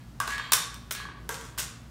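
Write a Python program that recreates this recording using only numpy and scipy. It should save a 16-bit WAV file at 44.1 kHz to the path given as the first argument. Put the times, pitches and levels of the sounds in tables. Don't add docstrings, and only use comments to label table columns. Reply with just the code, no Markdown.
import sys
import numpy as np
from scipy import signal
from scipy.fft import rfft, irfft
from scipy.io import wavfile

SR = 44100
rng = np.random.default_rng(int(sys.argv[2]) if len(sys.argv) > 2 else 0)


def store_pcm(level_fs):
    pcm = np.round(np.clip(level_fs, -1, 1) * 32767).astype(np.int16)
    wavfile.write(sys.argv[1], SR, np.atleast_2d(pcm).T)


N = 83790

# pitch_hz, level_db
HUM_TONES = [(58.5, -53), (118, -53), (175, -61.5), (232, -60.5)]
# frequency_hz, relative_db
AIR_COLOUR = [(20, -32), (40, -14.5), (55, 5), (85, -7), (130, 1), (200, -7.5), (290, -9), (420, -21),
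              (800, -20), (1200, -21.5), (2400, -29), (4300, -30.5), (7500, -34.5), (12500, -39.5),
              (16000, -40.5)]

# scrape strokes.
# start_s, length_s, grind_db, tilt_db_per_octave, squeal_db, upper_squeal_db
TAIL_AND_SCRAPE_CUES = [(0, 0.032, -64.5, 3.5, -65.5, -69), (.29, 0.13, -42, 2, -34, -62),
                        (0.367, 0.18, -46, -1.5, -50, -48.5), (.937, 0.13, -45.5, 7, -44, -57),
                        (1.029, 0.2, -58.5, 3.5, -58, -70)]
# frequency_hz, relative_db
GRIND_COLOUR = [(300, -25.5), (800, -6.5), (1150, 3), (1400, -5), (1800, 2), (2300, 3), (3000, -0.5),
                (3600, -4), (4400, -4), (5200, -19), (9000, -32), (16000, -39.5)]
# pitch_hz, width_hz, relative_db
LOW_SQUEAL_MODES = [(1671, 2.3, 5), (1734, 9, -14), (1767, 6.9, -10.5), (1850, 8.9, -8), (1954, 6.8, -12),
                    (2220, 7.5, -14)]
# pitch_hz, width_hz, relative_db
UPPER_SQUEAL_MODES = [(3245, 5.4, 1), (2918, 22, -3), (4110, 100, -5), (4560, 25, -4), (7343, 14.4, -10.5),
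                      (11700, 33, -19)]

# start_s, crack_db, tilt_db_per_octave, plate_db, steel_db, rack_db
HIT_CUES = [ (0.202, -6, 0.5, 2, -29, -54), (.2490, -37, -8, -16, -42, -41),
            (0.2776, -9.5, -4.5, -10, -31, -17.5), (0.3816, -13.5, -4.5, -23, -16, -35),
            (.3970, -24, -6.5, -7, -29, -23.5), (.5206, 5, 0.3, 3, -2.5, -11),
            (.5236, 2, -0.2, -19, -8, -20), (0.5333, 8.5, 3, -10.5, -7, -20),
            (.5360, 4.5, 1, -12, -25, -26), (.5372, 2.5, 4, -24, -24, -38),
            (.5448, -7, -3.5, -32, -13, -36), (.7435, -18.5, 0, -54, -45, -51.5),
            (0.9097, -8, -0.5, -45, -27, -33.5), (0.9126, -5.5, -3.5, -22.5, -36, -22),
            (.9190, -11, 6, -32, -26, -41), (.9241, -8, 5.5, -28, -30, -49),
            (.9507, -16.5, -2, -25, -36, -42), (1.000, -33, -13, -12.5, -43.5, -40),
            (1.053, -47, -4, -12.5, -48.5, -29), (1.087, -40, -5, -14, -46, -46),
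            (1.292, -8, 3, -14.5, -27, -6.5), (1.3040, -23, 0, -10.5, -33, -9.5),
            (1.3435, -14.5, -2.5, -29, -32, -23), (1.4120, -21, -2.5, -36, -36, -26),
            (1.4520, -23.5, -2, -21.5, -45, -28), (1.5779, -15, 0, -12, -21, -31),
            (1.5855, -5, 1.5, -28, -51, -35), (1.5909, -14.5, -7, -22, -37, -36),
            (1.5941, -8.5, -1.5, -19.5, -42, -35), (1.6010, -7.5, 4, -33, -35, -26)]
# frequency_hz, relative_db
CLICK_COLOUR = [(100, -51), (400, -12.5), (800, -11), (1400, 1.5), (2200, -2), (3700, 3), (4700, -1),
                (5800, 3), (7600, -2.5), (9200, 1.5), (10300, -7), (11500, -3), (16000, -6)]
# pitch_hz, relative_db, t60_s
PLATE_MODES = [(1077, -9.5, 0.051), (1111, -5.5, 0.051), (1137, -2, 0.14), (1180, -1.5, 0.054),
               (1524, -6, 0.087), (1600, 0, .04)]
# pitch_hz, relative_db, t60_s
STEEL_MODES = [(1254, -3.5, 0.52), (1658, -8.5, 0.66), (2910, -18, .22), (3578, 2.5, 0.29),
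               (3650, 9.5, 0.22), (3728, -5, .33), (3720, 6, 0.15), (5420, 7.5, 0.13), (5722, -12, .25),
               (5835, -14, .25), (6239, -3, 0.22), (7064, -6.5, 0.18), (8440, -25.5, .18),
               (8550, -0.5, .15)]
# pitch_hz, relative_db, t60_s
RACK_MODES = [(461, -6, 0.15), (531.6, -11, 0.13), (907, -15.5, .09), (969, 1.5, 0.055), (1375, -12, 0.071),
              (1410, -1.5, 0.041), (1567, 0.5, 0.052), (1865, -9.5, 0.074)]

# start_s, length_s, level_db, tilt_db_per_octave
CHATTER_CUES = [(.203, 0.063, -37, -6), (.273, 0.086, -40.5, -1.6), (0.526, 0.044, -27, 0),
                (.912, 0.045, -41, 6.5), (1.297, 0.073, -42, -2.2), (1.347, 0.16, -49, -2.3),
                (1.58, 0.069, -34, .1)]
# frequency_hz, relative_db
CHATTER_COLOUR = [(100, -31), (400, -17.5), (800, -8), (1400, 3), (2200, -1), (3700, -2.5), (4900, -2),
                  (6500, 4.5), (9200, 0.5), (10300, -5.5), (11500, -6.5), (16000, -11.5)]

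# frequency_hz, t60_s
ROOM_DECAY = [(150, 0.46), (500, 0.74), (1200, 0.65), (2500, 0.59), (4000, 0.55), (7000, 0.44),
              (10000, 0.37), (15000, 0.19)]
# delay_s, gain
WALL_ECHOES = [(.0032, 0.15), (.0098, 0.22), (0.0147, .15), (0.0194, 0.14)]
ROOM_DB, SQUEAL_ROOM_DB = -4, -6.5


def amp(db):
    return 10 ** (np.asarray(db) / 20)


def unit(x):
    return x / np.sqrt(np.mean(x ** 2) + 1e-20)


def read(points, hz):
    f, value = np.transpose(points)
    return np.interp(np.log(hz + 1), np.log(f), value)


def add(mix, s, sound):
    part = mix[max(round(s * SR), 0):][:len(sound)]
    part += sound[:len(part)]


def bump(centre_s, half_width_s):
    return np.exp(-((np.arange(N) / SR - centre_s) / half_width_s) ** 2)


def drift(width_hz):
    hz = np.fft.rfftfreq(N, 1 / SR)
    a, b = irfft(rfft(rng.standard_normal((2, N))) / (1 + (hz / width_hz) ** 4), N)
    return (unit(a) + 1j * unit(b)) / np.sqrt(2)


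def ventilation():
    t = np.arange(N) / SR
    air_gain = amp(read(AIR_COLOUR, np.fft.rfftfreq(N, 1 / SR)))
    air = irfft(rfft(rng.standard_normal(N)) * air_gain, N)
    hum = np.zeros(N)
    for hz, db in HUM_TONES:
        waver = 1 + 0.32 * drift(width_hz=18)
        tone = np.exp(2j * np.pi * (hz * t + rng.random()))
        hum += amp(db) * unit((waver * tone).real)
    hiss = signal.sosfiltfilt(signal.butter(4, 5000, "high", fs=SR, output="sos"), air)
    dip_db = -10 * bump(centre_s=1.125, half_width_s=0.06)
    return amp(-49) * unit(air + hiss * (amp(dip_db) - 1)) + hum


def grains(count, per_s, spread_db):
    sizes = amp(spread_db * np.minimum(rng.exponential(1, count), 3)) * rng.choice([-1, 1], count)
    return unit(sizes * (rng.random(count) < per_s / SR))


def click(colour, tilt, size=2048, pivot_hz=5000):
    hz = np.fft.rfftfreq(size, 1 / SR)
    db = read(colour, hz) + tilt * np.log2(np.maximum(hz, pivot_hz / 10) / pivot_hz)
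    cepstrum = irfft(np.log(amp(db)))
    cepstrum[1:size // 2] *= 2
    cepstrum[size // 2 + 1:] = 0
    wave = irfft(np.exp(rfft(cepstrum)))
    return wave / np.linalg.norm(wave)


def squeal(modes):
    t = np.arange(N) / SR
    walks = np.cumsum(rng.standard_normal((len(modes), N)), 1)
    tones = np.zeros(N)
    for (hz, width_hz, db), walk in zip(modes, walks):
        wander = walk * np.sqrt(2 * np.pi * width_hz / SR)
        tones += amp(db) * np.sin(2 * np.pi * hz * t + wander)
    return unit(tones)


def tail_and_scrapes(peak_share=0.12, squeal_lag_s=0.024):
    grinding, low_drive, upper_drive = np.zeros((3, N))
    for start_s, length_s, grind_db, tilt, squeal_db, upper_db in TAIL_AND_SCRAPE_CUES:
        count = round(length_s * SR)
        ramp = np.interp(np.arange(count) / count, [0, peak_share, 1], [0, 1, 0])
        envelope = np.sin(np.pi / 2 * ramp)
        slips = grains(N, per_s=1500, spread_db=4)[:count]
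        grind = signal.fftconvolve(slips, click(GRIND_COLOUR, tilt))[:count]
        add(grinding, start_s, amp(grind_db) * envelope * unit(grind))
        add(low_drive, start_s, amp(squeal_db) * envelope)
        add(upper_drive, start_s, amp(upper_db) * envelope)
    pole = np.exp(-1 / (squeal_lag_s * SR))
    energy = signal.lfilter([1 - pole], [1, -pole], np.array([low_drive, upper_drive]) ** 2)
    low_gain, upper_gain = np.sqrt(energy)
    grind_in_room = room(grinding, ROOM_DB)
    singing = low_gain * squeal(LOW_SQUEAL_MODES) + upper_gain * squeal(UPPER_SQUEAL_MODES)
    return grind_in_room + room(singing, SQUEAL_ROOM_DB)


def room(x, wet_db, build_s=0.001):
    t = np.arange(SR) / SR
    hz, frame_s, spectrum = signal.stft(rng.standard_normal(SR), SR, nperseg=256)
    decay = amp(-60 * frame_s / read(ROOM_DECAY, hz)[:, None])
    tail = signal.istft(spectrum * decay, SR, nperseg=256)[1][:SR]
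    tail *= 1 - np.exp(-t / build_s)
    response = amp(wet_db) * tail / np.linalg.norm(tail)
    response[0] += 1
    for delay_s, gain in WALL_ECHOES:
        add(response, delay_s, np.array([gain]))
    return signal.fftconvolve(x, response)[:N]


def crack(tilt, size=1024, overtones_db=0.5, t60_s=0.014):
    burst = rng.standard_normal(size) * amp(-60 * np.arange(size) / SR / t60_s)
    burst *= amp(overtones_db) / np.linalg.norm(burst)
    burst[0] = 1
    wave = signal.fftconvolve(burst, click(CLICK_COLOUR, tilt))
    return wave / np.linalg.norm(wave)


def ring(modes, attack_s=0.00039):
    t = np.arange(SR // 2) / SR
    wave = sum(amp(db - 60 * t / t60) * np.sin(2 * np.pi * hz * t) for hz, db, t60 in modes)
    wave *= 1 - np.exp(-t / attack_s)
    low_cut_hz = 0.51 * modes[0][0]
    wave = signal.sosfilt(signal.butter(2, low_cut_hz, "high", fs=SR, output="sos"), wave)
    return wave / np.linalg.norm(wave)


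def clanks():
    buses = np.zeros((3, N))
    plate, steel, rack = ring(PLATE_MODES), ring(STEEL_MODES), ring(RACK_MODES)
    for k, (start_s, crack_db, tilt, plate_db, steel_db, rack_db) in enumerate(HIT_CUES):
        bus = buses[k % len(buses)]
        add(bus, start_s, amp(crack_db) * crack(tilt))
        add(bus, start_s, amp(plate_db) * plate + amp(steel_db) * steel + amp(rack_db) * rack)
    return sum(room(bus, ROOM_DB) for bus in buses)


def chatter(attack_s=0.0013, fade_db=-7):
    flurries = np.zeros(N)
    for start_s, length_s, db, tilt in CHATTER_CUES:
        t = np.arange(0, length_s, 1 / SR)
        envelope = np.minimum(t / attack_s, 1) * amp(db + fade_db * t / length_s)
        rebounds = unit(grains(N, per_s=900, spread_db=2)[:len(t)])
        add(flurries, start_s, signal.fftconvolve(envelope * rebounds, click(CHATTER_COLOUR, tilt)))
    return room(flurries, ROOM_DB)


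def rustle(band_hz=(267, 480), level_db=-57.5):
    bandpass = signal.butter(2, band_hz, "band", fs=SR, output="sos")
    noise = signal.sosfilt(bandpass, rng.standard_normal(N))
    return amp(level_db) * bump(centre_s=1.25, half_width_s=0.36) * unit(noise)


def scene():
    return (ventilation() + rustle() + clanks() + chatter() + tail_and_scrapes())[None]


def record(dry):
    lowpass = signal.firwin(255, cutoff=15780, window=("kaiser", 8), fs=SR)
    return signal.oaconvolve(dry, lowpass[None], "same")


dry = scene()
out = record(dry)
store_pcm(out)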